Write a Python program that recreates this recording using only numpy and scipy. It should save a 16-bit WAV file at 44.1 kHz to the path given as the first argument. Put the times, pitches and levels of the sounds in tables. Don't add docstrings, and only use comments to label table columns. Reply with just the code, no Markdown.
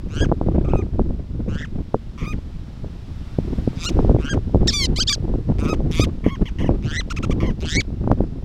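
import sys
import numpy as np
from scipy import signal
from scipy.io import wavfile
from scipy.ndimage import uniform_filter1d, map_coordinates

SR = 44100
rng = np.random.default_rng(int(sys.argv[2]) if len(sys.argv) > 2 else 0)


def waveform_to_disk(signal):
    frames = np.transpose(np.atleast_2d(signal))
    scaled = np.clip(frames, -1, 1) * 32767
    samples = np.round(scaled).astype(np.int16)
    wavfile.write(sys.argv[1], SR, samples)


N = 372204
TIME = np.arange(N) / SR
CUTOFF_HZ = 15900
WAVER = .008


def from_db(db):
    return 10 ** (np.asarray(db) / 20)


def in_time(rows):
    return np.interp(TIME, *np.transpose(rows))


def at_hz(points, hz):
    freqs, levels = np.transpose(points)
    return np.interp(np.log(hz), np.log(freqs), levels)


def drift(rate_hz, size=N):
    steps = np.arange(size) * rate_hz / SR
    return map_coordinates(rng.standard_normal(SR // 10), [steps], order=3, mode="mirror")


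def during(start, end):
    return TIME[(TIME >= start) & (TIME < end)]


def add(out, start, sound):
    first = max(int(start * SR), 0)
    out[first:first + len(sound)] += sound[:N - first]


def coloured_noise(colour):
    edges = 11 * 2 ** np.arange(0, 10.6, .5)
    white, out = rng.standard_normal((2, N + SR // 2)), 0
    for k, (low, high) in enumerate(zip(edges, edges[1:])):
        hz = np.sqrt(low * high)
        if colour[0][0] <= hz <= colour[-1][0]:
            bandpass = signal.butter(2, [low, high], "band", fs=SR, output="sos")
            out = out + signal.sosfilt(bandpass, white[k % 2])[-N:] * from_db(at_hz(colour, hz))
    return out / np.sqrt(np.mean(out ** 2) + 1e-20)


def surf():
    # time_s, level_db
    swell = [(0, -54.5), (1.2, -56.5), (3.0, -52), (3.65, -47), (4.02, -48), (4.18, -53), (8.44, -56)]
    # frequency_hz, relative_db
    colour = [(200, 13), (1000, 10.5), (2000, 4.5), (3600, 4), (5200, -0.5), (7000, -9), (15500, -22.5)]
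    return from_db(in_time(swell)) * coloured_noise(colour)


def wind_power(steepness=2.4):
    # time_s, level_db
    breeze = [(0, -35.5), (1.65, -45), (3.1, -44), (4.0, -37), (8.44, -36.5)]
    # crest_s, length_s, level_db
    gusts = [(0.244, 0.1, -21.5), (0.534, 0.22, -22), (0.762, 0.15, -23), (1.014, 0.17, -28.5),
             (1.202, 0.035, -27), (1.465, 0.22, -29), (1.779, 0.069, -30), (2.264, 0.093, -30.5),
             (2.353, 0.044, -25.5), (2.852, 0.024, -31.5), (3.531, 0.18, -27), (4.05, 0.24, -21),
             (4.101, 0.086, -17.5), (4.358, 0.049, -20.5), (4.593, 0.15, -21), (4.93, 0.18, -28.5),
             (5.308, 0.18, -26), (5.508, 0.038, -21.5), (5.684, 0.24, -22.5), (5.885, 0.038, -20),
             (6.037, 0.12, -23.5), (6.262, 0.042, -20), (6.416, 0.029, -20.5), (6.683, 0.11, -20),
             (6.861, 0.033, -22.5), (7.237, 0.058, -22.5), (7.366, 0.23, -24.5), (7.648, 0.042, -24),
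             (7.767, 0.067, -25.5), (8.079, 0.11, -20), (8.223, 0.049, -19)]
    power = from_db(in_time(breeze)) ** 2
    for crest, length, level_db in gusts:
        away = 2 * np.abs(TIME - crest) / length
        power = power + from_db(level_db) ** 2 * np.exp(-np.minimum(away ** steepness, 20))
    return power


def wind(rumble_db=5.0, eddy_db=-1.0, usual_db=-26, ceiling_db=-17, inertia_s=.019, follow=.61):
    # frequency_hz, relative_db
    rumble_colour = [(12, 1), (60, 0.5), (110, -5), (380, -25)]
    eddy_colour = [(35, -27), (120, 1), (260, 1.5), (450, -14), (700, -34), (1500, -58)]
    power = wind_power()
    swing_db = 10 * np.log10(uniform_filter1d(power, int(inertia_s * SR))) - usual_db
    lumps_db = 7.5 * np.tanh(drift(rate_hz=75))
    rumble = from_db(rumble_db + follow * swing_db + lumps_db / 2) * coloured_noise(rumble_colour)
    gust_db = -10 * np.log10(1 / power + from_db(-ceiling_db) ** 2) - usual_db
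    force = from_db(gust_db + lumps_db)
    travelled = np.cumsum(force ** .18)
    eddies = map_coordinates(coloured_noise(eddy_colour), [travelled], order=3, mode="mirror")
    return from_db(usual_db) * (rumble + from_db(eddy_db) * force * eddies)


def small_vortices(count=130, lift_db=7, spread_db=3, pitch_hz=330, pitch_spread=.201):
    arrival = rng.integers(N, size=count)
    strength, detune = rng.standard_normal((count, 2)).T
    strength_db = 10 * np.log10(wind_power()[arrival]) + lift_db + spread_db * strength
    return list(zip(arrival / SR, strength_db, pitch_hz * np.exp(pitch_spread * np.tanh(detune))))


def buffets(gain_db=-2.0, body=.45, wake_db=-12, wake_s=.0045, tick_db=-34):
    # time_s, strength_db, pitch_hz
    hard_vortices = [(0.317, -3.5, 476), (0.323, -2.5, 487), (0.414, -6.5, 457), (0.487, -5, 400),
                     (0.583, -4.5, 346), (0.736, -3, 481.4), (0.757, -7.5, 408), (0.995, -4, 449),
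                     (1.945, 0, 484), (3.388, -4, 304.5), (3.677, -3, 272.6), (3.991, -3.5, 488.1),
                     (4.096, -2.5, 401), (4.148, -4, 317.3), (4.165, -9, 398), (4.376, -10, 447),
                     (4.547, -2.5, 401.8), (4.558, -2, 317), (4.632, -10, 369), (5.34, -13.5, 431.5),
                     (5.5, -6.5, 329.2), (5.731, -7.5, 377), (5.998, 0, 287.3), (6.265, 1, 268.7),
                     (6.693, -2, 407), (7.298, -8, 298.8), (7.432, -7, 300.3), (8.076, -7, 491),
                     (8.116, 0, 573.3), (8.207, -2.5, 336)]
    out = np.zeros(N)
    t = np.arange(-SR // 20, SR // 20) / SR
    age = np.maximum(t, 0) / wake_s
    for time_s, strength_db, hz in hard_vortices + small_vortices():
        tick, core, skirt = (np.imag((1 - 2j * np.pi * f * t / 3) ** -4) for f in (hz * 6, hz, hz / 4))
        wake = age * np.exp(1 - age) * drift(2 * hz, len(t))
        tick_weight = np.clip((hz - 480) / 25, 0, 3)
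        pulse = core + body * skirt + from_db(wake_db) * wake + from_db(tick_db) * tick_weight * tick
        add(out, time_s + t[0], from_db(strength_db + gain_db) * pulse)
    return out


def syrinx(t, pitch, level_db, gape, bright_hz, jitter, shimmer_db=3.98, purity_db=15):
    # frequency_hz, gain_db
    beak_shut = [(600, -15), (1200, 13.5), (3150, 1.5), (3750, -24), (4600, -22.5), (6300, -14.5),
                 (7300, -33), (8500, -29), (10000, -36.5), (15500, -33.5)]
    beak_open = [(600, -12), (1800, -14.5), (2300, -3.5), (2800, -5), (3400, 0.5), (4300, 0.5), (5700, -5),
                 (7200, -9), (8800, -19), (15500, -36.5)]
    lift_db, half_width_octaves = 4.5, .31
    pitch = pitch * (1 + jitter * drift(900, len(t)))
    phase = 2 * np.pi * np.cumsum(pitch) / SR
    taut = np.clip(pitch / 400 - 3, 0, 1)
    tone, power = 0, 0
    for k in range(1, 15):
        hz = k * pitch
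        throat_db = (1 - gape) * at_hz(beak_shut, hz) + gape * at_hz(beak_open, hz)
        loss_db = purity_db * taut * np.interp(hz, [8200, 9400], [0, 1])
        bright_db = lift_db * np.exp(-np.square(np.log2(hz / bright_hz) / half_width_octaves))
        flicker_db = shimmer_db * drift(56, len(t))
        gain = from_db(throat_db - loss_db + bright_db + flicker_db) * (hz < CUTOFF_HZ)
        tone = tone + gain * np.sin(k * phase)
        power = power + gain ** 2 / 2
    air = .03 * drift(4000, len(t))
    edges = np.clip(np.minimum(t - t[0], t[-1] - t) / .003, 0, 1)
    return tone / np.sqrt(power) * (1 + air) * from_db(level_db) * edges


def chips(length_s=.031, sag=.61, fade_db=15, bright_hz=7000):
    # start_s, top_hz, level_db, gape (0 shut, 1 open)
    notes = [ (7.099, 1431, -27, 0.53), (7.161, 1306, -29, 0.54), (7.225, 1375, -28, 0.49),
             (7.303, 1199, -31, 0.42)]
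    out = np.zeros(N)
    for start, top_hz, level_db, gape in notes:
        t = during(start, start + length_s)
        slack = np.linspace(-1, 1, len(t)) ** 2
        pitch = top_hz * (1 - sag * slack)
        add(out, start, syrinx(t, pitch, level_db - fade_db * slack, gape, bright_hz, WAVER))
    return out


def cries(bright_hz=4400, ragged_s=.015, ragged=.037):
    # time_s, pitch_hz, level_db
    contours = [
        [(4.671, 1235, -29), (4.684, 1900, -14), (4.698, 1790, -18), (4.716, 1040, -35), (4.741, 1194, -21.5),
         (4.795, 1140, -22.5), (4.855, 1002, -20), (4.871, 726, -40)],
        [(4.959, 954, -29), (4.998, 1294, -23.5), (5.007, 1552, -16), (5.023, 1608, -18.5), (5.040, 1120, -31)],
        [(5.067, 1192, -42), (5.078, 1610, -18), (5.095, 1900, -16), (5.097, 1185, -17.5), (5.126, 1133, -23.5),
         (5.128, 1713, -17), (5.143, 1550, -21), (5.157, 990, -37)],
    ]
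    out = np.zeros(N)
    for contour in contours:
        times, pitches, levels = np.transpose(contour)
        t = during(times[0], times[-1])
        pitch, level_db = np.interp(t, times, pitches), np.interp(t, times, levels)
        cracking = .06 * (t < 4.738) * np.clip((-14 - level_db) / 7, 0, 1)
        fraying = ragged * np.exp(-np.minimum(t - times[0], times[-1] - t) / ragged_s)
        add(out, times[0], syrinx(t, pitch, level_db, 1, bright_hz, WAVER + cracking + fraying))
    return out


def rasps(start_hz=1230, fall_s=.023, fall_ratio=.31, fade_db=18, sag=.35, creak=.04):
    # start_s, clear_s, crest_s, clear_hz, crest_hz, level_db, swell_db, gape, bright_hz
    calls = [ (.085, .207, .240, 1630, 1650, -28.5, 19, 0.43, 7450),
             (.645, 0.77, .812, 1270, 1220, -41.5, 2.5, 0.23, 7900),
             (1.481, 1.636, 1.640, 1944, 1860, -32, 10, 0.4, 7560),
             (2.176, 2.263, 2.323, 1207, 1241, -36, 2.5, 0.38, 12070),
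             (3.755, 3.855, 3.884, 1298, 1438, -25, 23.5, 0.84, 5550),
             (4.183, 4.294, 4.328, 1645, 1605, -27.5, 14.5, 0.42, 8500),
             (5.582, 5.694, 5.730, 1290, 1264, -28.5, 7.5, 0.46, 9400),
             (5.911, 6.006, 6.036, 1192, 1249, -24.5, 6, 0.72, 11080),
             (6.24, 6.306, 6.349, 1111, 1084, -36.5, -2.5, .16, 11930),
             (6.454, 6.475, 6.482, 1127, 960, -37.5, -2, 0.31, 12100),
             (6.584, 6.665, 6.674, 990, 964, -39, -4, 0.2, 9000),
             (6.823, 6.97, 6.998, 1937, 2035, -24.5, 16.5, 0.48, 3200),
             (7.401, 7.468, 7.497, 1093, 997, -36.5, -7, .22, 4670),
             (7.603, 7.765, 7.798, 2090, 2310, -20, 17.5, 0.71, 3940)]
    # level_db, modulation_depth
    rattle_depth = [(-45, 0.2), (-31, 0.92)]
    shut_rate_hz, gape_rate_hz = 129.1, 41.7
    first_duty, last_duty = .18, .72
    out = np.zeros(N)
    for start, clear, crest, clear_hz, crest_hz, level_db, swell_db, gape, bright_hz in calls:
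        t = during(start, crest + fall_s)
        build = np.clip((t - start) / (clear - start), 0, 1)
        rise = np.sin(np.pi / 2 * np.interp(t, [clear, crest], [0, 1]))
        drop = np.clip((t - crest) / fall_s, 0, 1) ** 1.5
        low_hz = min(start_hz, clear_hz)
        pitch = low_hz + (clear_hz - low_hz) * build + (crest_hz - clear_hz) * rise
        pitch *= 1 - (1 - fall_ratio) * drop
        depth = np.interp(level_db, *np.transpose(rattle_depth))
        rate_hz = (shut_rate_hz + gape_rate_hz * gape) * (1 + .02 * drift(40, len(t)))
        cycle = np.cumsum(rate_hz) / SR % 1
        duty = first_duty + (last_duty - first_duty) * build + 1 - depth
        slack = np.clip((2 * cycle - 1) / duty, -1, 1) ** 2
        burst = (1 - slack) * from_db(drift(shut_rate_hz, len(t)))
        rattling = np.clip((clear - t) / .016 + .5, 0, 1)
        wander = .07 * (1.35 - depth) * drift(shut_rate_hz, len(t))
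        pitch *= 1 + rattling * (wander - depth * slack * sag)
        envelope_db = level_db - swell_db * (1 - build) ** 1.4 - fade_db * drop
        jitter = WAVER + creak * (rattling * (1 - depth) + drop)
        voice = syrinx(t, pitch, envelope_db, gape, bright_hz, jitter)
        add(out, start, voice * (1 - depth * rattling * (1 - burst)))
    return out


def scene():
    return (rasps() + chips() + cries() + wind() + buffets() + surf())[None]


def record(dry):
    lowpass = signal.ellip(10, .1, 90, CUTOFF_HZ, fs=SR, output="sos")
    return signal.sosfilt(lowpass, np.clip(dry, -.96, .96))


dry = scene()
out = record(dry)
waveform_to_disk(out)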